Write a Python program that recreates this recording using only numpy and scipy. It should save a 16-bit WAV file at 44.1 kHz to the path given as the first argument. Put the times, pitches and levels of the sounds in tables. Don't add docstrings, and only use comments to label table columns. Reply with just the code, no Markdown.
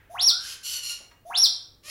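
import sys
import numpy as np
from scipy import signal
from scipy.fft import rfft, irfft
from scipy.io import wavfile
from scipy.ndimage import uniform_filter1d, minimum_filter1d

SR = 44100
rng = np.random.default_rng(int(sys.argv[2]) if len(sys.argv) > 2 else 0)


def int16_out(signal):
    q = np.round(np.clip(np.atleast_2d(signal).T, -1, 1) * 32767)
    wavfile.write(sys.argv[1], SR, q.astype(np.int16))


N = 83790
T = np.arange(N) / SR
CUTOFF_HZ = 15850


def from_db(db):
    return 10 ** (np.asarray(db) / 20)


def unit_power(x):
    return x / np.sqrt(np.mean(x ** 2) + 1e-20)


def at_hz(points, hz):
    freqs, values = np.transpose(points)
    return np.interp(np.log(np.maximum(hz, 1)), np.log(freqs), values)


def colour(x, spectrum):
    gains = from_db(at_hz(spectrum, np.fft.rfftfreq(N, 1 / SR)))
    return unit_power(irfft(rfft(x) * gains, N))


def drift(hz):
    pole = np.exp(-2 * np.pi * hz / SR)
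    return unit_power(signal.lfilter([1], [1, -2 * pole, pole * pole], rng.standard_normal(2 * N))[N:])


def phase_of(hz):
    return 2 * np.pi * np.cumsum(hz) / SR


# (frequency [Hz], level [dB])
RUMBLE_TONE = [(20, -9.5), (32, -11), (48, 0.5), (70, -7), (120, -8), (200, -15), (400, -15), (1000, -27.5),
               (2500, -34.5), (6000, -37.5), (12000, -38.5), (16000, -28.5)]
def rumble(level_db=-61.5):
    return from_db(level_db) * colour(rng.standard_normal(N), RUMBLE_TONE)


# (time [s], level [dB])
HUM_LEVELS = [(0, -58.5), (.1, -64), (.22, -52.5), (.33, -65), (1.3, -73), (1.68, -63.5), (1.9, -66)]
def hum(hz=99, waver_hz=3):
    level = from_db(np.interp(T, *np.transpose(HUM_LEVELS)))
    return level * np.sin(phase_of(hz + waver_hz * drift(6.3)))


# (frequency [Hz], level [dB])
RING_TONE = [(400, -25), (800, 4.5), (1200, 1.5), (1650, 11.5), (2300, 6.5), (3200, -1.5), (5000, -13),
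             (12000, -37)]
def dying_ring(start_db=-61, fall_db_per_s=45.5):
    return from_db(start_db - fall_db_per_s * T) * colour(rng.standard_normal(N), RING_TONE)


def overtone(phase, multiple):
    return np.sin(multiple * phase + 0.8 * drift(400))


# (time from the top [s], pitch [Hz], level [dB], roughness [factor], overtone level [dB])
SWOOP_PATH = [(-.131, 735, -41, .5, -27), (-.120, 980, -21.5, .6, -34.5), (-.108, 1500, -27.5, .5, -39),
              (-.094, 2300, -31.5, .2, -35.5), (-.081, 3030, -18.5, .2, -34),
              (-.074, 3450, -11.5, .2, -19.5), (-.064, 4028, -10.5, .5, -34.5),
              (-.055, 5000, -14.5, 1.11, -11), (-.040, 5450, -8, .4, -4.5), (-.031, 5570, -8, .25, -22.5),
              (-.021, 5400, -5.5, .25, -26.5), (-.012, 5700, -9, 0.22, -22), (-.003, 5750, -4.5, .2, -40),
              (.003, 5532, -0.5, 0.02, -16.5), (0.014, 4942, -1, .1, -24.5), (0.021, 4242, -2, 0.2, -23),
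              (0.032, 3695, -9, 0.3, -15.5), (.043, 3240, -15, 0.3, -33.5),
              (0.054, 3117, -44.5, 0.1, -33.5)]
def whistle_note(from_top, lead_age, lead_s, tuning):
    fade_s, shimmer_db, jitter = 0.0026, 4, 0.042
    times, *columns = np.transpose(SWOOP_PATH)
    swoop_hz, db, rough, overtone_db = (np.interp(from_top, times, column) for column in columns)
    swoop_in = np.clip((from_top - times[0]) / fade_s, 0, 1)
    swoop_out = np.clip((times[-1] - from_top) / fade_s, 0, 1)
    swoop_level = from_db(db + shimmer_db * rough * drift(450)) * swoop_in * swoop_out
    lead_level = from_db(np.interp(lead_age, [0, lead_s], [-40.5, -22.5]))
    lead_level *= np.minimum(lead_age / fade_s, 1) * (1 - swoop_in)
    lead_hz = 741 + (590 - 741) * np.exp(-lead_age / 0.016)
    hz = tuning * np.where(from_top < times[0], lead_hz, swoop_hz)
    phase = phase_of(hz * (1 + jitter * rough * drift(450)))
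    second = overtone(phase, 2)
    third = from_db(1.8 * db) * overtone(phase, 3)
    lead = np.sin(phase) + from_db(-30) * overtone(phase, 5)
    swoop = np.sin(phase) + from_db(overtone_db) * (second + third)
    return np.sqrt(2) * (lead_level * lead + swoop_level * swoop)


# (frequency [Hz], level [dB])
BREATH_TONE = [(250, -17.5), (600, -10.5), (2500, -17.5), (3600, -21), (5000, -10.5), (6300, -1.5),
               (8300, -18.5), (10200, 1.5), (12300, -21.5), (14300, -4), (16000, -19.5)]
def breath(lead_age, length_s=0.1):
    swell = np.sin(np.pi * np.minimum(lead_age / length_s, 1))
    return from_db(-43.5) * swell * colour(rng.standard_normal(N), BREATH_TONE)


# (frequency [Hz], level [dB])
PUFF_AND_SPLATTER_TONE = [(100, -19), (200, 5.5), (450, 2), (1000, -2.5), (3000, 3), (6500, -13),
                          (9000, -5), (12500, -8), (15500, 10)]
def puff_and_splatter(from_top, delay_s=0.012, width_s=0.017):
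    swell = np.exp(-((from_top - delay_s) / width_s) ** 2)
    return from_db(-23) * swell * colour(rng.standard_normal(N), PUFF_AND_SPLATTER_TONE)


# (time of the top [s], lead-in length [s], level [dB], tuning [ratio])
WHISTLE_CALLS = [(.272, .046, -13.5, 1.002), (1.428, 0.047, -13, .997)]
def whistle(top, lead_s, level_db, tuning):
    from_top = T - top
    lead_age = np.maximum(from_top - SWOOP_PATH[0][0] + lead_s, 0)
    note = whistle_note(from_top, lead_age, lead_s, tuning)
    return from_db(level_db) * (note + breath(lead_age) + puff_and_splatter(from_top))


# (time [s], pitch [Hz], level [dB])
CHIRP_PATH = [(.307, 1283, -40), (0.323, 1392, -44), (0.372, 1477, -46.5), (.40, 1507, -45.5),
              (0.444, 1618, -51.5), (.47, 1610, -44)]
def chirp(jitter=0.04):
    times, hz, db = np.transpose(CHIRP_PATH)
    level = np.interp(T, times, from_db(db), left=0, right=0)
    pitch = np.interp(T, times, hz) * (1 + jitter * drift(200))
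    return level * np.sin(phase_of(pitch))


# (frequency [Hz], level [dB])
THROAT_TONE = [(300, -34), (550, -18.5), (800, -28.5), (1150, -16), (1450, -23), (2000, -11), (2500, -4.5),
               (2950, 1), (3600, -3.5), (4120, 1), (4370, 4), (4620, -1), (5150, 3), (5850, 0), (6500, -3),
               (7200, -0.5), (8000, -9.5), (10000, -5.5), (11500, -3), (13300, -20.5), (15800, -18.5)]
# (start [s], time until fade-out [s], fade-in [s], pitch [Hz], slide [Hz/s], level [dB],
# roughness [0-1], boost of the lower tones [dB], throat tuning [ratio])
SQUAWK_CALLS = [(0.381, .150, 0.084, 1511, 342, -41, 0.83, 4.5, 0.99),
                (.626, 0.1, 0.038, 1413, 1199.5, -34, 0.66, 1, 1.02),
                (0.703, 0.07, 0.032, 1481, -200, -33, 0.42, 4.5, 1.013),
                (0.819, 0.1, 0.018, 1451, -450, -34.5, 0.5, 4.5, .98),
                (1.829, 0.1, 0.077, 574, 1011, -37, 0.5, 13.5, 0.99)]
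def squawk(start, length, attack, hz, slide, level_db, rough, boost_db, tuning):
    fade_out_s, jitter, shimmer_db = 0.035, 0.055, 1.5
    age = T - start
    pitch = hz + slide * np.clip(age, 0, length)
    phase = phase_of(pitch * (1 + jitter * rough * drift(500)))
    pulses = sum(np.cos(k * phase) for k in range(1, int(CUTOFF_HZ / hz)))
    pulses = unit_power(pulses * from_db(shimmer_db * drift(120)))
    air = unit_power(rng.standard_normal(N) * (1 + np.cos(phase)))
    rasp = np.sqrt(1 - rough) * pulses + from_db(-3) * np.sqrt(rough) * air
    boost = [(1840, boost_db), (3170, 0)]
    throat = [(freq * tuning, db + at_hz(boost, freq)) for freq, db in THROAT_TONE]
    swell = np.clip(age / attack, 0, 1) * np.clip(1 - (age - length) / fade_out_s, 0, 1)
    return from_db(level_db + drift(65)) * swell * colour(rasp, throat)


# (start [s], level [dB], rough pitch of the crunch [Hz])
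BEAK_NIBBLES = [(1, -56.5, 587), (1.107, -57.5, 1880), (1.767, -78.5, 1657)]
def nibble(start, level_db, hz, snaps_per_s=1580, rise_s=0.0065):
    snaps = rng.standard_normal(N) * (rng.random(N) < snaps_per_s / SR)
    band = signal.butter(2, [hz / 2.75, hz * 1.27], "band", fs=SR, output="sos")
    crunch = unit_power(signal.sosfilt(band, snaps + 1e-18))
    progress = np.maximum(T - start, 0) / rise_s
    return from_db(level_db) * crunch * progress * np.exp(1 - progress)


# (frequency [Hz], level [dB])
ECHO_TONE = [(300, -12.5), (600, 4.5), (950, 2), (1500, -3.5), (2400, 0.5), (3800, -2.5), (6000, -1),
             (10000, -5.5), (15000, 6.5)]
# (frequency [Hz], time to fall by 60 dB [s])
ECHO_TIMES = [(400, 0.22), (1200, 0.77), (3000, 0.41), (5000, 0.39), (9000, 0.39), (15000, 0.11)]
def room(sound, echo_db, gap_s=0.001, build_s=0.0033):
    edges = np.geomspace(150, 17000, 11)
    noise = rng.standard_normal((2, N))
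    tail = np.zeros(N)
    for k, (low, high) in enumerate(zip(edges, edges[1:])):
        middle_hz = np.sqrt(low * high)
        band = signal.butter(2, [low, high], "band", fs=SR, output="sos")
        db = at_hz(ECHO_TONE, middle_hz) - 60 * T / at_hz(ECHO_TIMES, middle_hz)
        tail += from_db(db) * signal.sosfilt(band, noise[k % 2])
    tail *= np.clip((T - gap_s) / build_s, 0, 1)
    tail /= np.sqrt(np.sum(tail ** 2))
    return sound + from_db(echo_db) * signal.fftconvolve(sound, tail)[:N]


def scene():
    near = sum(whistle(*row) for row in WHISTLE_CALLS) + sum(nibble(*row) for row in BEAK_NIBBLES)
    far = sum(squawk(*row) for row in SQUAWK_CALLS) + chirp()
    mix = room(near, echo_db=-3) + room(far, echo_db=-2) + rumble() + hum() + dying_ring()
    return mix[None]


def record(dry):
    ceiling, window = 0.43, 89
    gain = np.minimum(1, ceiling / (np.abs(dry) + 1e-9))
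    gain = uniform_filter1d(minimum_filter1d(gain, size=window), size=window)
    treble_cut = signal.ellip(12, 0.1, 80, CUTOFF_HZ, fs=SR, output="sos")
    return signal.sosfilt(treble_cut, dry * gain)


dry = scene()
out = record(dry)
int16_out(out)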